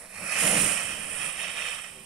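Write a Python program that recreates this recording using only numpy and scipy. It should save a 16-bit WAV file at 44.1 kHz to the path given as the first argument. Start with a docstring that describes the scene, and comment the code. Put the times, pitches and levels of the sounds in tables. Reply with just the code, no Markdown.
"""Outdoors, a box of matches flares up on an iron dome, close in front of a block wall.
A two-port stereo microphone hears the heads catch in a swelling hiss and rasp, hollowed by the
wall's quick echo. Near 0.4 s a jet of gas bursts out with a low roar of flame. From 1.4 s the
last heads sputter and spit as the fire sinks, and faint hums swell briefly in the distance."""
import sys
import numpy as np
from scipy import signal
from scipy.fft import rfft, irfft, next_fast_len
from scipy.io import wavfile
from scipy.ndimage import map_coordinates

SR = 44100
rng = np.random.default_rng(int(sys.argv[2]) if len(sys.argv) > 2 else 0)


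def dump_mix(stems):
    """Bounce the given channels to the path in sys.argv[1] as a 16-bit WAV at rate SR."""
    frames = np.atleast_2d(stems).T  # one column per channel
    limited = np.clip(frames, -1, 1)  # hard clip at full scale
    pcm = np.round(limited * 32767).astype(np.int16)
    wavfile.write(sys.argv[1], SR, pcm)


N = 90404

# colour of match heads catching, in sputter and spits: frequency_hz, gain_db
HEAD_SPECTRUM = [(300, -45), (550, -14), (900, -9.5), (1350, -7.5), (1900, -4), (2250, -2), (2500, 1.5),
                 (2800, -4), (3050, -3.5), (3700, -3), (4300, 3), (5000, -2), (5700, 1), (6500, -3.5),
                 (9000, -10), (14000, -47)]
HEAD_WALL_GAIN = 0.33


def amp(db):
    """Decibels to gain."""
    return 10 ** (np.asarray(db) / 20)


def unit(x):
    """Scaled to rms 1."""
    return x / np.sqrt(np.mean(x ** 2) + 1e-20)


def along(points, hz):
    """Rows of frequency_hz, value, read at hz on a log axis."""
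    frequencies, values = np.transpose(points)
    return np.interp(np.log(hz + 1), np.log(frequencies + 1), values)


def curve(rows):
    """Rows of time_s, value, as one value per sample."""
    return np.interp(np.arange(N) / SR, *np.transpose(rows))


def wobble(rate):
    """A smooth random curve, rate knots a second."""
    return map_coordinates(rng.standard_normal(4096), [np.arange(N) * rate / SR], mode="wrap")


def filtered(x, response):
    """x through a complex response, given as a function of Hz."""
    size = next_fast_len(N + SR // 2)
    return irfft(rfft(x, size) * response(np.fft.rfftfreq(size, 1 / SR)), size)[..., :N]


def swept(x, centre, gain_db):
    """A moving filter, gain_db of the offset in Hz from a gliding centre; the mono mix has rms 1."""
    hz, t, frames = signal.stft(x, SR, nperseg=512)
    offset = hz[:, None] - np.interp(t, *np.transpose(centre))
    pair = signal.istft(frames * amp(gain_db(offset)), SR, nperseg=512)[1][:, :N]
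    return pair / pair.mean(axis=0).std()


def turbulence():
    """Two unrelated white noises."""
    return rng.standard_normal((2, N))


def crackle(rate, share):
    """Turbulence with tiny pops, rate a second, that carry a share of its power."""
    pops = (rng.random(N) < rate / SR) * rng.standard_normal((2, N))
    return np.sqrt(share) * unit(pops) + np.sqrt(1 - share) * turbulence()


def at_microphone(drive, spectrum, wall_gain=0):
    """Noise coloured, joined by the wall's echo and spread over both ports; the mono mix has rms 1."""
    # how alike the two ports sound: frequency_hz, coherence
    likeness = [(30, 0.43), (70, 1), (150, 0.98), (550, 0.95), (1000, 0.74), (2500, 0.94), (4100, 1),
                (4800, 0.43), (8000, 0.55), (10000, 0.19), (14000, 0.077)]
    # level between the ports: frequency_hz, left_minus_right_db
    balance = [(100, -0.5), (800, -0.5), (1300, -4), (1900, -6), (2550, -9.5), (3050, -11.5), (3600, 2),
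               (4300, -2.5), (5100, -10), (5600, -15), (6200, 4), (6900, -9), (7700, -12), (8500, -14.5),
               (9300, -19), (9900, -7), (10600, -2), (12000, -2), (12700, -4), (15000, 1)]
    # phase between the ports: frequency_hz, left_lead_rad
    lead = [(100, 0.26), (500, 0.18), (1200, 0.5), (2400, -1.8), (3200, 1.2), (4500, -1.6), (5500, 1),
            (7200, -2.5), (8500, -1.7), (9800, 4), (11500, 3.5)]
    wall_delay_s, wall_dull_hz = 0.0015956, 6860
    half = np.array([[.5], [-.5]])

    def mid_and_side(hz):
        bounce = wall_gain / (1 + (hz / wall_dull_hz) ** 6)  # rough blocks scatter the treble
        echo = 1 + bounce * np.exp(-2j * np.pi * hz * wall_delay_s)
        spread = np.arccos(np.clip(along(likeness, hz), -1, 1)) / 2
        return amp(along(spectrum, hz)) * echo * np.array([np.cos(spread), np.sin(spread)])

    def ports(hz):
        return amp(half * along(balance, hz)) * np.exp(1j * half * along(lead, hz))

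    mid, side = filtered(drive, mid_and_side)
    pair = filtered(np.array([mid + side, mid - side]), ports)
    return pair / pair.mean(axis=0).std()


def yard(x, share=0.42, span_s=.022):
    """Adds weak early reflections from small things nearby, which return little bass."""
    delays_s = rng.uniform(.004, span_s, size=12)
    gains = unit(rng.standard_normal(size=12))
    taps = np.bincount((delays_s * SR).astype(int), gains / np.sqrt(len(gains)))
    treble = filtered(x, lambda hz: hz / np.hypot(hz, 1110))
    return x + share * signal.fftconvolve(treble, taps)[:N]


def air():
    """Quiet outdoor air around the microphone."""
    # colour of the background: frequency_hz, gain_db
    spectrum = [(20, 12.5), (60, -5), (200, -8), (400, -4.5), (700, -1), (1100, -2), (1600, -29),
                (2600, -6), (4200, -8.5), (6500, -10.5), (9500, -7), (12500, -5.5), (15500, -31)]
    return amp(-56) * at_microphone(turbulence(), spectrum)


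def hums():
    """Faint, unsteady tones far off that swell briefly at the end."""
    # distant tones: middle_s, length_s, pitch_hz, level_db
    tones = [(1.98, 0.1, 388, -56.5), (1.98, .09, 506, -58), (2.4, 0.11, 280, -52.5),
             (2.0, 0.058, 1090, -61)]
    t, sound = np.arange(N) / SR, np.zeros(N)
    for middle_s, length_s, pitch_hz, level_db in tones:
        swell = np.exp(-(2 * (t - middle_s) / length_s) ** 2)
        sound += amp(level_db) * swell * np.sin(2 * np.pi * pitch_hz * t + 0.93 * wobble(29.45))
    return sound


def rumble():
    """The deep flapping of the flame while it stands tall."""
    # rise and fall of the flapping: time_s, level_db
    levels = [(0, -65), (.38, -60.5), (.45, -49), (.68, -48), (.77, -60), (.95, -56.5), (1.1, -55.5),
              (1.35, -64), (2.05, -62.5)]
    # its deep colour: frequency_hz, gain_db
    spectrum = [(20, 4.5), (45, -2), (85, 1.5), (130, -6), (300, -62), (1000, -70)]
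    return amp(curve(levels) + 2.2 * wobble(25.5)) * at_microphone(turbulence(), spectrum)


def whoosh():
    """The low, fluttering body of the flame, heaviest as the fireball lifts."""
    # surges of the flame: time_s, level_db
    levels = [(0, -62), (.12, -61), (.19, -55), (.225, -45), (.3, -52.5), (.33, -55), (.41, -44.5),
              (.435, -36), (.54, -35.5), (.615, -32), (.71, -40.5), (.75, -49.5), (.81, -51.5), (.9, -47.5),
              (1.17, -52.5), (1.26, -49), (1.32, -60), (1.43, -55), (1.85, -61), (2.05, -56)]
    # their low colour: frequency_hz, gain_db
    spectrum = [(40, -25), (100, -12.5), (135, -4.5), (178, 2.5), (218, 0), (255, -7.5), (300, -4),
                (380, -15), (700, -30)]
    return amp(curve(levels) + 0.69 * wobble(39.74)) * at_microphone(turbulence(), spectrum)


def roar():
    """The throaty roar of the flame, strongest as the gas bursts out."""
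    # course of the roar: time_s, relative_db
    levels = [(0, -61), (.04, -52), (.08, -58), (.18, -53.5), (.21, -42.5), (.31, -48.5), (.405, -42),
              (.435, -30.5), (.56, -31), (.66, -36), (.8, -44.5), (1.1, -47.5), (1.26, -46.5), (1.34, -55),
              (1.44, -47.5), (1.52, -51), (1.62, -47.5), (1.9, -62), (2.05, -56.5)]
    # its throaty colour: frequency_hz, gain_db
    spectrum = [(100, -48), (380, -13), (500, 0), (670, -2), (790, -10.5), (1400, -13.5), (3000, -33.5)]
    return amp(curve(levels) - 3.5 + 0.47 * wobble(44.4)) * at_microphone(turbulence(), spectrum)


def jet():
    """At the height of the flare, gas shoots from the end of the box in a broad rush."""
    # colour of the rushing gas: frequency_hz, gain_db
    spectrum = [(600, -28), (1200, -2.5), (2100, 5), (3100, 2), (3800, -7), (4600, -8.5), (5400, -4),
                (6300, -2), (7300, 2), (8300, -17), (9400, 7), (10400, -24), (11400, -6), (12100, -9.5),
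                (13100, -11), (14200, -38), (15500, -54)]
    start_s, rise_s, hold_s, fade_db_per_s = 0.29, .11, 0.24, 65
    age = np.arange(N) / SR - start_s
    rise = np.clip(age / rise_s, 0, 1) ** 2
    fade_db = fade_db_per_s * np.maximum(age - rise_s - hold_s, 0)
    level_db = -30.5 - fade_db + 1.2 * wobble(58.2)
    return rise * amp(level_db) * at_microphone(turbulence(), spectrum, wall_gain=0.057)


def hollowed(x):
    """Narrow dips in the treble that make the burning heads sound hollow."""
    # notches: centre_hz, width_hz, depth_db
    dips = [(3470, 110, 7), (4000, 65, 40), (4580, 130, 8), (6970, 54, 4)]

    def response(hz):
        cut_db = sum(depth * np.exp(-((hz - centre) / width) ** 2) for centre, width, depth in dips)
        return amp(-cut_db)

    return filtered(x, response)


def box_muffle(x):
    """Turns the treble down above an edge that opens as the box burns through."""
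    # upper edge of the sputter: time_s, edge_hz
    edge = [(0, 2510), (.33, 2900), (.38, 3160), (.42, 3200), (.65, 3270), (1.1, 3480), (1.35, 3680),
            (1.65, 3840), (2.05, 3520)]

    def gain_db(offset_hz):
        step_db = 14.5 * (.5 + .5 * np.tanh(offset_hz / 226))
        trough_db = 5.5 * np.exp(-((offset_hz - 750) / 270) ** 2)  # a dark band just past the edge
        return -step_db - trough_db

    return swept(x, edge, gain_db)


def spits(attack_s=.001, decay_s=.0075):
    """Single heads go off in short puffs, with the colour of the sputter."""
    # heads going off: start_s, relative_db
    heads = [(0.3287, -20), (1.4027, -23), (1.4456, -18), (1.481, -18), (1.5074, -35), (1.571, -26),
             (1.6122, -23), (1.6605, -30), (1.693, -19.5), (1.715, -26), (1.7534, -20), (1.7884, -23.5),
             (1.8401, -20.5)]
    t, puffs = np.arange(N) / SR, np.zeros(N)
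    for start_s, relative_db in heads:
        age = np.maximum(t - start_s, 0)
        puffs += amp(relative_db - 15) * (1 - np.exp(-age / attack_s)) * np.exp(-age / decay_s)
    return puffs * box_muffle(at_microphone(turbulence(), HEAD_SPECTRUM, HEAD_WALL_GAIN))


def sputter():
    """The rasp of the heads catching one after another inside the box."""
    # course of the rasp: time_s, relative_db
    levels = [(0.0, -47.5), (0.08, -51.5), (0.14, -43), (0.27, -35), (0.32, -30), (0.335, -29), (0.64, -32),
              (0.81, -33), (0.84, -35.5), (0.96, -36.5), (1.08, -40), (1.19, -36), (1.22, -33), (1.3, -37),
              (1.325, -41.5), (1.36, -36), (1.41, -33.5), (1.5, -35.5), (1.555, -37), (1.58, -33),
              (1.64, -35), (1.68, -33), (1.75, -38.5), (1.9, -46.5), (2.05, -54.5)]
    level_db = curve(levels) - 2 + 1.03 * wobble(130) + 0.59 * wobble(24.63)
    rasp = at_microphone(crackle(rate=2200, share=0.23), HEAD_SPECTRUM, HEAD_WALL_GAIN)
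    return amp(level_db) * box_muffle(rasp)


def hiss(sizzle_db=5.5, sizzle_width_hz=690):
    """Gas fizzes out of the burning heads, with a bright sizzle that sinks as the box opens."""
    # swell and fall of the fizz: time_s, relative_db
    levels = [(0.0, -45.5), (0.08, -53.5), (0.27, -37.5), (0.37, -34.5), (0.42, -27.5), (0.64, -27.5),
              (0.8, -35.5), (0.97, -41.5), (1.27, -35.5), (1.35, -41.5), (1.41, -38.5), (1.45, -44),
              (1.7, -39.5), (1.93, -50), (2.05, -54)]
    # its bright colour: frequency_hz, gain_db
    spectrum = [(3500, -46), (4800, -23), (5600, -15.5), (6500, -42), (7100, -9.5), (7900, -1.5),
                (8700, -4), (9200, -3.5), (9700, 1), (10300, -1.5), (11200, -5.5), (12000, -18.5),
                (13300, -21), (15500, -55)]
    # path of the sizzling peak: time_s, centre_hz
    sizzle = [(0, 10200), (.42, 10450), (.58, 9170), (.75, 8700), (1.25, 9160), (1.65, 8630), (2.05, 8600)]
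    level_db = curve(levels) - 1 + 1.18 * wobble(110)
    fizz = at_microphone(crackle(rate=3700, share=0.14), spectrum, wall_gain=0.51)
    sizzling = swept(fizz, sizzle, lambda offset: sizzle_db * np.exp(-(offset / sizzle_width_hz) ** 2))
    return amp(level_db) * sizzling


def scene():
    """The fire in its yard, over the distant background."""
    heads = hollowed(sputter() + spits() + hiss())
    fire = heads + jet() + roar() + rumble() + whoosh()
    return np.array([yard(port) for port in fire]) + air() + hums()


def record(dry):
    """The microphone's channel passes nothing above its band limit."""
    top_hz = 15700
    return filtered(dry, lambda hz: hz < top_hz)


dry = scene()
out = record(dry)
dump_mix(out)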